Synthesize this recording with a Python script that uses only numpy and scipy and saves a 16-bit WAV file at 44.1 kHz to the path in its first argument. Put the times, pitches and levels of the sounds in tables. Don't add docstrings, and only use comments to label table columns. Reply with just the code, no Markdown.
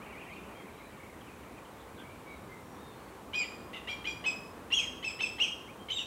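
import sys
import numpy as np
from scipy import signal
from scipy.fft import rfft, irfft
from scipy.io import wavfile

SR = 44100
rng = np.random.default_rng(int(sys.argv[2]) if len(sys.argv) > 2 else 0)


def wav_record(signal):
    frames = np.transpose(np.atleast_2d(signal))
    bounded = np.clip(frames, -1, 1)
    quanta = np.round(bounded * 32767).astype(np.int16)
    wavfile.write(sys.argv[1], SR, quanta)


N = 267246
T = np.arange(N) / SR
RASP_S, CLEAR_S = .017, 0.0036

# rasp_hz, rasp_db, hoarse_db, overtone_db, buzz_hz
NEST_YELPS = [ (3.333, 0.058, 0.046, 2479, 0.0361, -31, -3, 2193, -44.5, -30, 0, 774),
              (3.731, .028, 0.031, 2053, 0.019, -49, -3.5, 1868, -51, 8, 0, 746),
              (3.873, 0.032, 0.015, 2378, .015, -36.5, -7.5, 1874, -47, -6.5, -1, 879),
              (4.043, 0.048, 0.0038, 2432, 0.016, -35, -14, 1885, -47, -8.5, 1, 852),
              (4.240, 0.04, 0.024, 2563, 0.023, -29, -9, 1932, -46, -22, -2, 931),
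              (4.703, 0.076, 0.083, 2917, 0.1, -19, -14, 1803, -51.5, -42, -2, 960),
              (5.026, .040, 0.034, 2648, 0.027, -33.5, -2.5, 1918, -49, -28, 2.5, 1006),
              (5.190, .040, 0.027, 2659, 0.042, -30, -5, 1892, -48.5, -19.5, 0, 939),
              (5.383, 0.045, .035, 2881, .1, -23.5, -10.5, 1925, -49.5, -37, -4.5, 1069),
              (5.885, 0.1, 0.033, 3229, .11, -28, -8.5, 2085, -51, -16, -3, 925), ]


def raptor(overtones_spared=0.71):
    out, air = np.zeros(N), noise(BILL_RESONANCE)
    for start, tone_s, fade_s, *shape, overtone_db, buzz_hz in NEST_YELPS:
        span = (T >= start) & (T <= start + RASP_S + tone_s + fade_s)
        t = T[span]
        hz, db, hoarse_db = yelp_contour(t - start, tone_s, *shape)
        ratio, thin_db = voice_break(t)
        bright_db = overtone_db - overtones_spared * thin_db
        out[span] += syrinx(t, hz * ratio, db + thin_db, hoarse_db, bright_db, buzz_hz, air[span])
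    return out


def yelp_contour(t, tone_s, top_hz, arch, top_db, edge_db, rasp_hz, rasp_db, hoarse_db):
    rise_hz_per_s, sag_hz_per_s, fall_hz_per_s = 19470, 1470, 9500
    swell_db_per_s, fade_db_per_s, fray_db = 250, 200, 10
    rasp_hoarse_db, fade_hoarse_db = 2.5, 2
    held = np.clip(t - RASP_S, 0, tone_s)
    after = np.maximum(t - RASP_S - tone_s, 0)
    slack = (2 * held / tone_s - 1) ** 2
    frayed = np.minimum(after / 0.019, 1)
    hz = top_hz * (1 - arch * slack) - sag_hz_per_s * (held - tone_s / 2) - fall_hz_per_s * after
    db = top_db + edge_db * slack ** 1.25 - fray_db * frayed - fade_db_per_s * after
    rasping = np.clip((RASP_S - t) / CLEAR_S + .5, 0, 1)
    hz += rasping * (rasp_hz + rise_hz_per_s * t - hz)
    db += rasping * (rasp_db + swell_db_per_s * t - db)
    lingering = (1 - rasping) * 0.89 * np.exp(-held / 0.011)
    rough_start = (rasp_hoarse_db - hoarse_db) * (rasping + lingering)
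    rough_end = (fade_hoarse_db - hoarse_db) * frayed
    return hz, db, hoarse_db + rough_start + rough_end


# start_s, end_s, pitch_ratio, thinning_db
VOICE_BREAKS = [(4.739, 4.789, 1.145, -26), (5.423, 5.435, 1.125, -3.5), (5.923, 5.985, 1.178, -22.5)]
THINNING = [(0, 0.24), (.45, 0.93), (.72, .1), (1, 0.13)]


def voice_break(t):
    ratio, db = np.ones(len(t)), np.zeros(len(t))
    for start, end, jump, thin_db in VOICE_BREAKS:
        upper = np.clip(np.minimum(t - start, end - t) / CLEAR_S + .5, 0, 1)
        ratio += (jump - 1) * upper
        db += thin_db * upper * curves(THINNING, (t - start) / (end - start))[0]
    return ratio, db


# frequency_hz, gain_db
THROAT_RESONANCE = [(4200, -6), (5000, -9.5), (5800, -10), (6600, -15), (7200, -15), (8000, -14),
                    (9300, -34), (11400, -34.5), (14000, -43)]
# frequency_hz, gain_db
BILL_RESONANCE = [(1000, -8.5), (1600, -19), (2100, -11.5), (3100, 3), (3800, -10), (4700, -13),
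                  (5800, -12.5), (14000, -28)]


def syrinx(t, hz, db, hoarse_db, overtone_db, buzz_hz, air, shimmer_db=1.5, breath_db=-24):
    hoarse = undb(hoarse_db)
    rough = np.minimum(hoarse, 1)
    shake = rough ** 2 * (walk(t, 305) + walk(t, 836) / 2)
    whistle = phase(hz * (1 + 0.0048 * walk(t, 960) + 0.013 * shake))
    buzz = phase(buzz_hz * (1 + .03 * walk(t, 400) + .07 * shake))
    sidebands = sum(colour(BILL_RESONANCE, hz + m * buzz_hz) / abs(m) * np.sin(whistle + m * buzz)
                    for m in (-1.8, -1, 1, 2))
    overtones = sum(colour(THROAT_RESONANCE, k * hz) * np.sin(k * whistle) for k in range(2, 5))
    sum_tone = undb(7) * rough * colour(THROAT_RESONANCE, 2 * hz + buzz_hz) * np.sin(2 * whistle + buzz)
    treble = (1 - rough) * (undb(overtone_db) * overtones + sum_tone)
    voice = np.sqrt(2) * (np.sin(whistle) + treble + hoarse * sidebands)
    puffs = (undb(breath_db) + .45 * rough ** 3) * air * (1 + np.cos(buzz))
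    gate = np.clip(np.minimum(t - t[0], t[-1] - t) / 0.0011, 0, 1)
    return (voice + puffs) * gate * undb(db + shimmer_db * walk(t, 249))


# time_s, pitch_hz, gain_db
WARBLE_TURN = [(0, 2836, -2.5), (.008, 2630, 1), (.018, 2400, -3), (.04, 2490, -11), (.06, 2380, -11),
               (.09, 2042, -2.5), (.122, 2480, 2), (.138, 2600, -21)]
# time_s, level_db
WARBLE_SWELL = [(0, -57), (.3, -49.5), (.41, -54), (.46, -90)]


def warbler(offset_s=.063, turn_s=.152, waver=.014):
    t = T[T < WARBLE_SWELL[-1][0]]
    hz, db = curves(WARBLE_TURN, (t - offset_s) % turn_s)
    tone = np.sqrt(2) * np.sin(phase(hz * (1 + waver * walk(t, 379))))
    return np.pad(tone * undb(db + curves(WARBLE_SWELL, t)[0]), (0, N - len(t)))


# start_s, length_s, pitch_hz, fall_hz, level_db
FAR_CHIRPS = [ (.6, 0.021, 2090, 150, -52.5), (0.68, 0.024, 2236, 300, -56), (.8, .025, 2160, 100, -57),
              (1.208, 0.017, 3060, 500, -61), (1.264, 0.059, 2550, 910, -61.5),
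              (1.424, 0.029, 2700, 1110, -63), (1.563, 0.037, 2470, 600, -59),
              (1.647, 0.014, 3040, 400, -60), ]
# start_s, length_s, pitch_hz, rise_hz, level_db
FAR_WHISTLES = [ (0.532, 0.11, 3210, 90, -64), (0.724, 0.2, 3960, 147, -72), (1.974, 0.053, 1570, 100, -57),
                (2.025, .14, 2316, 130, -60), (2.257, 0.1, 2271, -31, -51), (2.266, 0.12, 3860, -100, -70),
                (2.489, 0.093, 2120, -52, -53), (2.563, 0.27, 5640, 352, -76),
                (2.748, 0.215, 3670, 16, -66.5), (2.784, 0.4, 4340, 387.5, -75),
                (5.674, .045, 2360, 604, -52.5), (5.79, 0.06, 3200, -180, -58.5), ]
# start_s, length_s, pitch_hz, fall_hz, level_db
HOARSE_CHIRPS = [(1.78, 0.065, 3350, 500, -66), (1.968, 0.062, 3280, 500, -58)]


def songbirds(trill_start_s=1, trill_step_s=0.031, arch=0.0369):
    trill = [(trill_start_s + k * trill_step_s, 0.012, 2180, 350, -54) for k in range(5)]
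    whistles = [(start, length, (1 - arch) * hz - rise / 2, hz, (1 - arch) * hz + rise / 2, db)
                for start, length, hz, rise, db in FAR_WHISTLES]
    clear = sing(falling(FAR_CHIRPS + trill) + whistles, waver=.02)
    return clear + sing(falling(HOARSE_CHIRPS), waver=.08)


def falling(chirps):
    return [(start, length, hz + fall / 2, hz, hz - fall / 2, db)
            for start, length, hz, fall, db in chirps]


def sing(notes, waver):
    out = np.zeros(N)
    for start, length, first_hz, middle_hz, last_hz, db in notes:
        span = (T >= start) & (T < start + length)
        progress = (T[span] - start) / length
        hz = np.polyval(np.polyfit([0, .5, 1], [first_hz, middle_hz, last_hz], 2), progress)
        swell = np.sqrt(2 * np.abs(np.sin(np.pi * progress))) * undb(db + 2 * walk(T[span], 203))
        out[span] += swell * np.sin(phase(hz * (1 + waver * walk(T[span], 370))))
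    return out


# time_s, gain_db
FLOCK_FADE = [(.35, -52), (.55, -57.5), (1.2, -61), (2.6, -67)]


def flock(pip_hz=2250, pip_s=0.041, count=420):
    draws = rng.standard_normal((count, 2))
    starts = (np.arange(count) + rng.random(count)) / count * (T[-1] - pip_s)
    pitches = pip_hz * np.exp(.22 * draws[:, 0])
    falls = .12 * (.5 + draws[:, 1])
    levels_db = -20 * np.abs(np.log(pitches / pip_hz))
    pips = [(start, pip_s, hz * (1 + fall), hz, hz * (1 - fall), db)
            for start, hz, fall, db in zip(starts, pitches, falls, levels_db)]
    return unit(sing(pips, waver=0.0438)) * undb(curves(FLOCK_FADE, T)[0])


# frequency_hz, gain_db
WIND_SPECTRUM = [(15, -52), (25, -33), (59, -0.5), (148, -4), (204, -0.5), (359, -2.5), (469, -3),
                 (648, -7), (1080, -6), (1490, -13), (3260, -23.5), (3630, -24), (5140, -30), (8130, -28),
                 (15500, -33.5)]
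# time_s, gain_db
GUSTS = [(0, -48.5), (1.7, -50), (3.8, -48), (6, -50)]


def wind(flicker_db=1.16, hiss_hz=3000, trim_db=0.34):
    air = noise(WIND_SPECTRUM)
    gust_db, = curves(GUSTS, T)
    out = 0
    for edge_hz in hiss_hz / 2. ** np.arange(6)[::-1]:
        band = signal.sosfiltfilt(signal.butter(2, edge_hz, fs=SR, output="sos"), air)
        air = air - band
        out = out + band * undb(gust_db + flicker_db * walk(T, 8.3))
    return undb(trim_db) * (out + air * undb(gust_db.mean()))


def woods(x, crown_db, trunks_db, crown_t60_s=0.28, trunks_t60_s=0.58, build_s=0.0012, treble_hz=7500):
    t = T[:SR]
    grain = rng.standard_normal((2, SR)) * np.exp(.5 * rng.standard_normal((2, SR)))
    grain *= 1 - np.exp(-(t / build_s) ** 2)
    crown = grain[0] * undb(-60 * t / crown_t60_s)
    trunks = grain[1] * undb(-60 * t / trunks_t60_s)
    crown /= np.linalg.norm(crown)
    trunks = slope(trunks / np.linalg.norm(trunks), "lowpass", treble_hz)
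    return signal.fftconvolve(x, undb(crown_db) * crown + undb(trunks_db) * trunks)[:N]


def undb(db):
    return 10 ** (np.asarray(db) / 20)


def unit(x):
    return x / np.sqrt(np.mean(x ** 2))


def curves(rows, t):
    times, *columns = np.transpose(rows)
    return [np.interp(t, np.sort(times), column) for column in columns]


def colour(points, hz):
    points_hz, db = np.transpose(points)
    return undb(np.interp(np.log(np.abs(hz) + 1), np.log(points_hz), db))


def noise(points):
    return unit(irfft(rfft(rng.standard_normal(N)) * colour(points, np.fft.rfftfreq(N, 1 / SR)), N))


def walk(t, rate):
    return 1.2 * np.interp((t - t[0]) * rate, np.arange(4096), rng.standard_normal(4096))


def phase(hz):
    return 2 * np.pi * np.cumsum(hz) / SR


def slope(x, kind, hz, order=1):
    return signal.lfilter(*signal.butter(order, hz, kind, fs=SR), x)


def scene(beam_hz=4100):
    yelps, chatter = raptor(), flock()
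    song = warbler() + songbirds()
    direct = slope(yelps, "lowpass", beam_hz, order=2)
    near = direct + woods(slope(yelps, "highpass", hz=2900), crown_db=-4, trunks_db=-2.5)
    far = song + chatter / 2 + woods(song + chatter, crown_db=-6.5, trunks_db=-18)
    return (near + far + wind())[None]


def record(dry):
    top_hz = 15750
    return signal.sosfilt(signal.ellip(10, .1, 70, top_hz, fs=SR, output="sos"), dry)


dry = scene()
out = record(dry)
wav_record(out)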